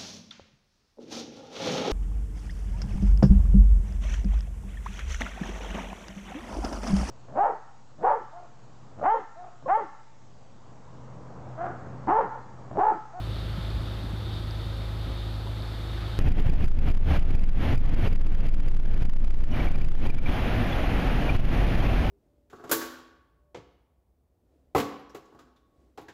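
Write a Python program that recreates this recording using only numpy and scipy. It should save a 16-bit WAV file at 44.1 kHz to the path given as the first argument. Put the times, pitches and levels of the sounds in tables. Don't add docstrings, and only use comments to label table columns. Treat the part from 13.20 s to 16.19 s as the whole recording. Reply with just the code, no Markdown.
import sys
import numpy as np
from scipy import signal
from scipy.fft import rfft, irfft
from scipy.io import wavfile
from scipy.ndimage import uniform_filter1d, map_coordinates

SR = 44100
rng = np.random.default_rng(int(sys.argv[2]) if len(sys.argv) > 2 else 0)


def materialize(psi):
    bounded = np.clip(np.atleast_2d(psi).T, -1, 1)
    quanta = np.round(bounded * 32767).astype(np.int16)
    wavfile.write(sys.argv[1], SR, quanta)


def attenuation_scalar(level_db):
    decades = np.asarray(level_db, float) / 20
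    return 10 ** decades


N = 131859


def curve(table, t):
    return np.interp(t, *np.array(table, float).T)


def level(x, db):
    return x * attenuation_scalar(db) / np.sqrt(np.mean(x ** 2))


def colour(x, shape):
    hz, db = np.array(shape, float).T
    f = np.arange(len(x) // 2 + 1) * SR / len(x) + 1
    octaves_outside = np.log2(np.maximum(hz[0] / f, 1) * np.maximum(f / hz[-1], 1))
    gain_db = np.interp(np.log(f), np.log(hz), db) - 13.7 * octaves_outside
    return irfft(rfft(x) * attenuation_scalar(gain_db), len(x))


def band(x, hz, width_hz):
    return signal.lfilter(*signal.iirpeak(hz, hz / width_hz, fs=SR), x)


def walk(rate):
    hold = int(SR / rate)
    steps = np.repeat(rng.standard_normal(99), hold)
    return 1.32 * uniform_filter1d(uniform_filter1d(steps, hold), hold)[:N]


# (multiple of the cycle [-], rms level [dB])
FIRING_ORDERS = [(6, -34.3), (9, -44), (12, -35.7), (15, -54), (18, -53)]


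def firing_orders(phase):
    lag_rad, start_rad, flip_order = 0.18, 2.2, 13
    out = 0
    for order, db in FIRING_ORDERS:
        flip = np.pi * (order > flip_order)
        tone = np.cos(order * (phase - lag_rad) + start_rad + flip)
        out = out + attenuation_scalar(db + 0.74 * walk(12)) * tone
    return np.sqrt(2) * out


# (multiple of the cycle [-], rms level [dB])
GEAR_ORDERS = [(8, -57), (10, -67), (11, -50.5), (13, -62), (17, -60), (20, -60), (21, -64), (22, -59),
               (23, -58), (30, -59.5), (36, -57.5), (39, -54), (60, -66.5), (62, -59), (68, -67.5),
               (74, -63), (89, -64.5), (96, -64.5), (147, -67.5)]


def gear_orders(phase):
    slack_rad, wobble_db = 0.0053, 2.5
    out = 0
    for order, db in GEAR_ORDERS:
        strength = attenuation_scalar(db + wobble_db * walk(5.93))
        loose_phase = phase + slack_rad * walk(9.2)
        out = out + strength * np.cos(order * loose_phase + 7 * rng.random())
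    return np.sqrt(2) * out


# (frequency [Hz], level [dB])
CLATTER_SPECTRUM = [(110, -31), (200, -0.5), (350, -2), (450, -7), (850, -6), (1300, -9.5), (1700, -14.5),
                    (3000, -43)]


def clatter(phase, cycle_hz):
    size = int(SR / cycle_hz)
    loop = level(colour(rng.standard_normal(size), CLATTER_SPECTRUM), -49.5)
    position = phase / (2 * np.pi) * size % size
    return map_coordinates(loop, [position], mode="grid-wrap")


# (frequency [Hz], level [dB])
ROAR_SPECTRUM = [(25, 0.5), (60, 1.5), (200, -7), (350, -7.5), (450, -13), (900, -14.5), (1400, -16.5),
                 (2500, -21)]


def roar(gate):
    swell = attenuation_scalar(0.7 * walk(8.2))
    return level(colour(rng.standard_normal(N) * gate * swell, ROAR_SPECTRUM), -43)


# (frequency [Hz], width [Hz], rms level [dB])
PANEL_MODES = [(495, 20, -62.5), (817, 67, -67.5), (1216, 43, -62), (1283, 20, -61.5), (1430, 15, -68)]


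def panels(gate):
    out = 0
    for hz, width_hz, db in PANEL_MODES:
        out = out + level(band(rng.standard_normal(N) * gate, hz, width_hz), db)
    return out


# (time [s], lead of the cycle [rad])
SPEED_DRIFT = [(0, .05), (1.0, .04), (1.45, .012), (1.9, .033), (2.2, .02), (2.99, .115)]


def engine(t):
    cycle_hz = 8.84833
    phase = 2 * np.pi * cycle_hz * t + curve(SPEED_DRIFT, t)
    gate = 1 + 0.13 * (np.cos(2 * phase) + np.cos(3 * phase + 1)) / 2
    tones = firing_orders(phase) + gear_orders(phase)
    return tones + clatter(phase, cycle_hz) + roar(gate) + panels(gate)


# (frequency [Hz], width [Hz], level [dB])
SPRAY_BANDS = [(3633, 420, 0.5), (3150, 590, -6), (4330, 750, -5.5)]
# (time [s], level [dB])
WATER_FLOW = [(0, -1), (.16, 2), (.25, 0), (.5, .5), (.6, -1), (.7, 2), (.85, -1), (1.05, -1), (1.14, 2),
              (1.3, -1), (1.55, .5), (1.75, -1.5), (1.88, 1), (2.05, 1), (2.13, -1), (2.5, 0), (2.7, -1),
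              (2.99, 1)]


def spray(t):
    drops_per_s, spread_db, top_db = 900, 4, 8.5
    out = 0
    for hz, width_hz, db in SPRAY_BANDS:
        size_db = np.minimum(spread_db * rng.exponential(size=N), top_db)
        drops = (rng.random(N) < drops_per_s / SR) * attenuation_scalar(size_db)
        fizz = level(drops * rng.choice([-1, 1], N), -2)
        x = rng.standard_normal(N) + fizz
        one_pass_hz = width_hz * 1.27
        x = band(band(x, hz, one_pass_hz), hz, one_pass_hz)
        out = out + x * attenuation_scalar(db + 0.8 * walk(16))
    return level(out * attenuation_scalar(curve(WATER_FLOW, t)), -50)


# (time [s], level [dB])
WIND_STRENGTH = [(0, -56), (.1, -43), (.25, -44), (.45, -48), (.7, -49), (.95, -41), (1.15, -41),
                 (1.4, -46.5), (1.7, -52), (1.9, -43.5), (2.05, -48), (2.6, -63), (2.99, -64)]
# (time [s], peak level [dB], frequency [Hz], length [cycles])
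WIND_BUFFETS = [(.094, -27, 110, 1.8), (.314, -31, 110, 1.3), (.383, -22, 140, 1.0), (.563, -25, 66, 2.8),
                (.5825, -29, 190, 1.2), (.712, -33, 170, 1.2), (.842, -33, 290, 3.5),
                (.9355, -28, 165, 1.6), (1.027, -29, 58, 2.2), (1.47, -35, 150, 1.6), (1.905, -31, 60, 2.2)]


def wind(t):
    hz, width_hz = 83, 119
    x = rng.standard_normal(N) * attenuation_scalar(3.5 * walk(24.8))
    rumble = band(band(x, hz, width_hz), hz, 3 * width_hz)
    out = level(rumble, 0) * attenuation_scalar(curve(WIND_STRENGTH, t))
    for start, db, buffet_hz, cycles in WIND_BUFFETS:
        age = t - start
        window = np.exp(-(2 * age * buffet_hz / cycles) ** 2)
        out = out - attenuation_scalar(db) * window * np.sin(2 * np.pi * buffet_hz * age)
    return out


# (start [s], length [s], level [dB])
WHALE_BLOWS = [
    (0.05, 0.51, -54.5),
    (2.7, .4, -51),
]
# (frequency [Hz], level [dB])
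BLOW_SPECTRUM = [(600, -14), (1500, -3), (2300, -14), (3600, -8), (4600, -14), (6000, -33)]


def whale(t):
    attack_s, release_s = 0.093, 0.3
    envelope = 0
    for start, length, db in WHALE_BLOWS:
        rise = np.clip((t - start) / attack_s, 0, 1)
        fall = np.exp(-np.maximum(t - start - length, 0) / release_s)
        envelope = envelope + attenuation_scalar(db) * rise * fall
    air = level(colour(rng.standard_normal(N), BLOW_SPECTRUM), 0)
    return envelope * air * attenuation_scalar(0.37 * walk(10))


# (time [s], peak level [dB], frequency [Hz], 60 dB decay time [s])
SMALL_RINGS = [
    (1.309, -33.5, 4800, .004),
    (2.269, -35.5, 965, .03),
    (2.255, -38, 385, .07),
    (2.422, -37, 4650, .006),
    (2.968, -41, 3050, .01),
]


def ticks(t):
    out = 0
    for start, db, hz, t60 in SMALL_RINGS:
        age = np.maximum(t - start, 0)
        envelope = np.minimum(age * 8 / t60, 1) * np.exp(-np.log(1000) * age / t60)
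        out = out + attenuation_scalar(db) * envelope * 2 * np.sin(2 * np.pi * hz * age)
    return out


def scene():
    t = np.arange(N) / SR
    return (engine(t) + spray(t) + wind(t) + whale(t) + ticks(t))[None]


def low_pass(x):
    return signal.sosfilt(signal.butter(12, 14230, fs=SR, output="sos"), x)


def record(dry):
    x = dry + attenuation_scalar(-60) * rng.standard_normal(dry.shape)
    top_cut = signal.ellip(12, 0.2, 90, 14200, fs=SR, output="sos")
    mix = signal.sosfilt(top_cut, x)
    return low_pass(mix)


dry = scene()
out = record(dry)
materialize(out)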